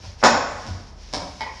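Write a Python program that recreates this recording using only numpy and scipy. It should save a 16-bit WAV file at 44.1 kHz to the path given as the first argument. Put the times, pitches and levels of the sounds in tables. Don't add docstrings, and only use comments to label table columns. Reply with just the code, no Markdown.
import sys
import numpy as np
from scipy import signal
from scipy.fft import rfft, irfft, next_fast_len
from scipy.io import wavfile
from scipy.ndimage import map_coordinates

SR = 44100
rng = np.random.default_rng(int(sys.argv[2]) if len(sys.argv) > 2 else 0)


def volts_from_db(level):
    exponent = np.asarray(level, float) / 20
    return 10 ** exponent


def digitize_waveform(pressure):
    field = np.atleast_2d(pressure).T
    bounded = np.clip(field, -1, 1)
    quanta = np.round(bounded * 32767).astype(np.int16)
    wavfile.write(sys.argv[1], SR, quanta)


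N = 70560


def unit(x):
    return x / np.sqrt(np.mean(x ** 2) + 1e-20)


def along(points, hz):
    f, v = np.transpose(points)
    return np.interp(np.log(hz + 1), np.log(f + 1), v)


def coloured(x, gain):
    m = 2 * next_fast_len(len(x) // 2 + SR // 4)
    cepstrum = irfft(np.log(gain(np.fft.rfftfreq(m, 1 / SR)) + 1e-6), m)
    cepstrum[1:m // 2] *= 2
    cepstrum[m // 2 + 1:] = 0
    return irfft(rfft(x, m) * np.exp(rfft(cepstrum)), m)[:len(x)]


def bell(hz, centre_hz, width_hz):
    return 1 / np.sqrt(1 + (2 * (hz - centre_hz) / width_hz) ** 2)


def wobble(rate):
    knots = rng.standard_normal(int(N * rate / SR) + 4)
    return map_coordinates(knots, [np.arange(N) * rate / SR])


# frequency in Hz, level in dB.
AIR_TONE = [(59, -76), (100, -27), (189, -8), (438, -11), (1030, -14.5), (1120, -16), (1290, -18.5),
            (5430, -56.5), (11800, -53), (15400, -138), (22000, -120)]
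# frequency in Hz, width in Hz, level in dB.
HUM_MODES = [(41.67, 3.3, -47.5), (69.9, 18, -47.5), (90.6, 10, -61.5), (125.8, 11.5, -55.5),
             (187, 60, -58)]
AIR_DB = -52


def air():
    tone = [(60, -14)] + AIR_TONE
    hiss = unit(coloured(rng.standard_normal(N), lambda hz: volts_from_db(along(tone, hz))))
    hum = np.zeros(N)
    for centre_hz, width_hz, db in HUM_MODES:
        mode = coloured(rng.standard_normal(N), lambda hz: bell(hz, centre_hz, width_hz) ** 2)
        hum += volts_from_db(db) * unit(mode)
    return volts_from_db(AIR_DB - 1.5 + 0.4 * wobble(4.9)) * hiss + hum


# time in seconds, level in dB.
SLEEVE_MOVES = [(0, -51), (0.033, -43.5), (0.068, -41.5), (0.129, -47), (.17, -52.5), (0.209, -43),
                (.45, -63.5), (.62, -41.5), (.69, -42.5), (.8, -48.5), (0.858, -52), (0.958, -58),
                (1.028, -47), (1.122, -48), (1.3, -47), (1.38, -45), (1.5, -47), (1.6, -44)]
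# frequency in Hz, level in dB.
CLOTH_TONE = [(600, -58), (1500, -7.5), (2300, -7.5), (2900, -7.5), (4000, -7.5), (5400, -0.5), (6800, -12),
              (8000, -25)]
CLOTH_DB, RUBS_PER_S, RUB_SHARE = -2, 900, .3


def sleeves():
    s, db = np.transpose(SLEEVE_MOVES)
    rubs = (rng.random(N) < RUBS_PER_S / SR) * rng.standard_normal(N)
    friction = rng.standard_normal(N) + RUB_SHARE * unit(rubs)
    tone = CLOTH_TONE + [(12000, -33)]
    hiss = unit(coloured(friction, lambda hz: volts_from_db(along(tone, hz))))
    movement_db = np.interp(np.arange(N) / SR, s, db)
    return hiss * volts_from_db(CLOTH_DB + movement_db + wobble(17))


# start in seconds, level in dB, rise in seconds, 60 dB decay in seconds.
FOOTFALLS = [(0, -44, 0.011, 0.53), (0.058, -30.5, 0.013, 0.19), (.3, -44.5, .03, 1),
             (0.498, -41.5, 0.033, .5), (.68, -28.5, .015, 0.44), (0.726, -32, 0.01, 0.11),
             (1.162, -36, 0.01, 0.21), (1.258, -41.5, .02, .25), (1.389, -45.5, 0.01, .25)]
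# frequency in Hz, level in dB.
FLOOR_BOARDS = [(68, -1), (91, 7.5), (185, -12.5)]


def steps():
    out, t = np.zeros(N + SR), np.arange(SR) / SR
    boom = sum(volts_from_db(level) * np.sin(2 * np.pi * hz * t) for hz, level in FLOOR_BOARDS)
    for s, db, rise, t60 in FOOTFALLS:
        swell = 1 - np.exp(-(t / rise) ** 2)
        out[round(s * SR):][:SR] += volts_from_db(db - 60 * t / t60) * swell * boom
    return out[:N]


# delay in seconds, level in dB.
WALL_ECHOES = [(.0035, -14), (.0078, -1.5), (.0128, -2.5), (.017, -11), (.022, -6), (.029, -9)]
# frequency in Hz, 60 dB decay in seconds.
ROOM_DECAY = [(150, 0.95), (300, 0.69), (1000, 0.96), (2500, 0.91), (5500, 0.76), (10000, 0.98)]
BUILD_S, EARLY_DB, EARLY_T60_S = .017, 4, .25


def room(x, wet_db):
    hz, t, z = signal.stft(rng.standard_normal(SR * 9 // 8), SR, nperseg=256)
    decay = volts_from_db(-60 * t / along(ROOM_DECAY, hz)[:, None])
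    tail = signal.istft(z * decay, SR, nperseg=256)[1]
    t = np.arange(len(tail)) / SR
    build = 1 - np.exp(-(t / BUILD_S) ** 2)
    early = 1 + volts_from_db(EARLY_DB - 60 * t / EARLY_T60_S)
    tail = tail * build * early
    answer = volts_from_db(wet_db) * tail / np.linalg.norm(tail)
    answer[0] += 1
    for s, db in WALL_ECHOES:
        answer[round(s * SR)] += volts_from_db(db)
    return signal.fftconvolve(x, answer)


SLAP_DB, MODE_RISE_S = 18, 0.0012


def ringing(modes, t):
    ring = np.zeros(len(t))
    for f, level, t60 in modes:
        level_shift = 1.5 * rng.standard_normal()
        detune = .01 * rng.standard_normal()
        ring += volts_from_db(level + level_shift - 60 * t / t60) * np.sin(2 * np.pi * f * (1 + detune) * t)
    return ring * (1 - np.exp(-t / MODE_RISE_S)) / 2


def contact_slap(skin, smear_ms, t):
    hz = np.fft.rfftfreq(len(t), 1 / SR)
    late_s = smear_ms / 1000 * np.interp(hz, np.linspace(0, SR / 2, 60), rng.random(60))
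    phase = 2 * np.pi * np.cumsum(late_s) * hz[1]
    click = irfft(np.exp(-1j * phase), len(t)) * (t < .05)
    return coloured(click, lambda f: volts_from_db(along(skin, f)))


def knocks(hits, modes, skin, smear_ms, wet_db):
    out, t = np.zeros(N + 3 * SR), np.arange(SR // 4) / SR
    for s, db, hard in hits:
        ring = ringing(modes, t)
        slap = contact_slap(skin, smear_ms, t)
        hard = np.clip(hard, 0, 1)
        knock = (1 - hard) * ring + hard * volts_from_db(SLAP_DB) * slap
        wet = room(volts_from_db(db) * knock, wet_db)
        out[round(s * SR):][:len(wet)] += wet
    return out[:N]


# start in seconds, level in dB, hardness from 0 to 1.
SHOE_KNOCKS = [
    (.655, -38.5, 0.13),
    (.75, -45, .05),
]
# frequency in Hz, level in dB, 60 dB decay in seconds.
SOLE_MODES = [(231, 5, 0.027), (325, 3, 0.023), (466, 0, 0.021), (690, 1.5, 0.022)]


def shoes():
    return knocks(SHOE_KNOCKS, SOLE_MODES, SOCKET_TONE, smear_ms=6, wet_db=7)


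# start in seconds, level in dB, hardness from 0 to 1.
LEG_CLACKS = [
    (1.3965, -51, 0.2),
    (1.4075, -25, 0.62),
    (1.428, -32.5, .1),
    (1.454, -48, 0.75),
]
LEG_REBOUNDS = [
    (1.463, -32.5, 0.079),
    (1.4766, -35.5, 0.15),
    (1.51, -40, 0.12),
]
# frequency in Hz, level in dB, 60 dB decay in seconds.
LEG_MODES = [(280, -10, 0.043), (425, -11.5, 0.034), (738, 7.5, 0.01), (893.6, 3.5, 0.062),
             (1949, -4, 0.065), (2206, 2, 0.042), (2430, -7, 0.037), (3050, 0.5, 0.014), (3400, -9, .02),
             (4500, -26, 0.0047)]
REBOUND_MODES = [(504, -4.5, 0.022), (867, -9, 0.052), (1017, -0.5, 0.034), (1920, -5, 0.057),
                 (2154, -9.5, 0.06), (2430, -6, 0.026)]
# frequency in Hz, level in dB.
SOCKET_TONE = [(200, -9), (600, 2.5), (2000, -5.5), (4000, -2.5), (5000, -0.5), (6000, -20), (8000, -17),
               (12000, -10)]


def leg():
    clacks = knocks(LEG_CLACKS, LEG_MODES, SOCKET_TONE, smear_ms=1.8, wet_db=1)
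    rebounds = knocks(LEG_REBOUNDS, REBOUND_MODES, SOCKET_TONE, smear_ms=1.8, wet_db=1)
    return clacks + rebounds


# start in seconds, level in dB, hardness from 0 to 1.
ARM_KNOCKS = [(.039, -49, 0.33), (.044, -51, 0.67), (.058, -59.5, 0.46), (.61, -73, 0.8), (.665, -40, 0.59),
              (.814, -60, 0.23), (.871, -56, 1), (1.1235, -62.5, .6), (1.128, -38, 0.71), (1.136, -25, 0.6),
              (1.169, -38.5, 0.058), (1.2192, -39, 0.052)]
# frequency in Hz, level in dB, 60 dB decay in seconds.
ARM_MODES = [(191, -2, 0.069), (283, 0, 0.048), (603, 3, 0.041), (739.4, 14, 0.015), (906, 10, 0.019),
             (1010, 3.5, 0.022), (1256, -1, .03), (1590, -3.5, 0.025), (2290, -10.5, 0.056)]
# frequency in Hz, level in dB.
FOREARM_TONE = [(200, -17), (600, -24), (2000, 0.5), (4000, 3), (5200, 6), (6500, -4.5), (9000, -1),
                (12000, 1.5)]


def arm():
    return knocks(ARM_KNOCKS, ARM_MODES, FOREARM_TONE, smear_ms=2.2, wet_db=3.5)


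# start in seconds, level in dB, hardness from 0 to 1.
TRUNK_BLOWS = [
    (.217, -45, 0.06),
    (.2275, -23, 0.18),
    (.236, -9, 0.52),
    (.248, -21.5, 0.96),
    (.33, -25, .3),
]
# frequency in Hz, level in dB, 60 dB decay in seconds.
TRUNK_MODES = [(247, -10, 0.056), (282.4, -9.5, 0.084), (426.5, -19.5, 0.069), (607, 1, 0.02),
               (723, 13, 0.017), (821.5, 2.5, 0.027), (1134, 0, .025), (1252, 13, 0.013), (1453, 8, 0.015),
               (1640, -1, 0.023), (1957, 2, 0.018), (2414, -10.5, 0.033), (3500, -31, .008)]
# frequency in Hz, level in dB.
PALM_TONE = [(200, -16), (600, 12), (2000, -1), (4400, -3), (5450, -1), (6200, -7.5), (7000, -1.5),
             (8200, -11)]


def trunk():
    return knocks(TRUNK_BLOWS, TRUNK_MODES, PALM_TONE, smear_ms=6, wet_db=7)


# frequency in Hz, level in dB.
MIC_TONE = [(30, -15), (45, 11.5), (6900, 11), (7800, 1.5), (10000, -6.5), (11900, -26)]


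def mic(hz):
    peak = 1 + 1.1 * bell(hz, 5400, 550) ** 2
    dip = np.abs(1 - .45 * bell(hz, 2850, 500) ** 2)
    return volts_from_db(along(MIC_TONE, hz)) * peak * dip


def scene():
    dummy = trunk() + arm() + leg() + shoes()
    return (coloured(dummy, mic) + steps() + sleeves() + air())[None]


def overload(x):
    ceiling, knee = 1.02, 5
    return x / (1 + np.abs(x / ceiling) ** knee) ** (1 / knee)


def band_limit(x):
    hz, t, z = signal.stft(x, SR, nperseg=1024)
    sunk = (t > .325) & (t < .5)
    top_hz = np.where(sunk, 7750, 11980)
    return signal.istft(z * (hz[:, None] < top_hz), SR, nperseg=1024)[1][:, :N]


def roll_off(x):
    return signal.sosfilt(signal.butter(12, 11980, fs=SR, output="sos"), x)


def record(dry):
    mix = band_limit(overload(dry))
    return roll_off(mix)


dry = scene()
out = record(dry)
digitize_waveform(out)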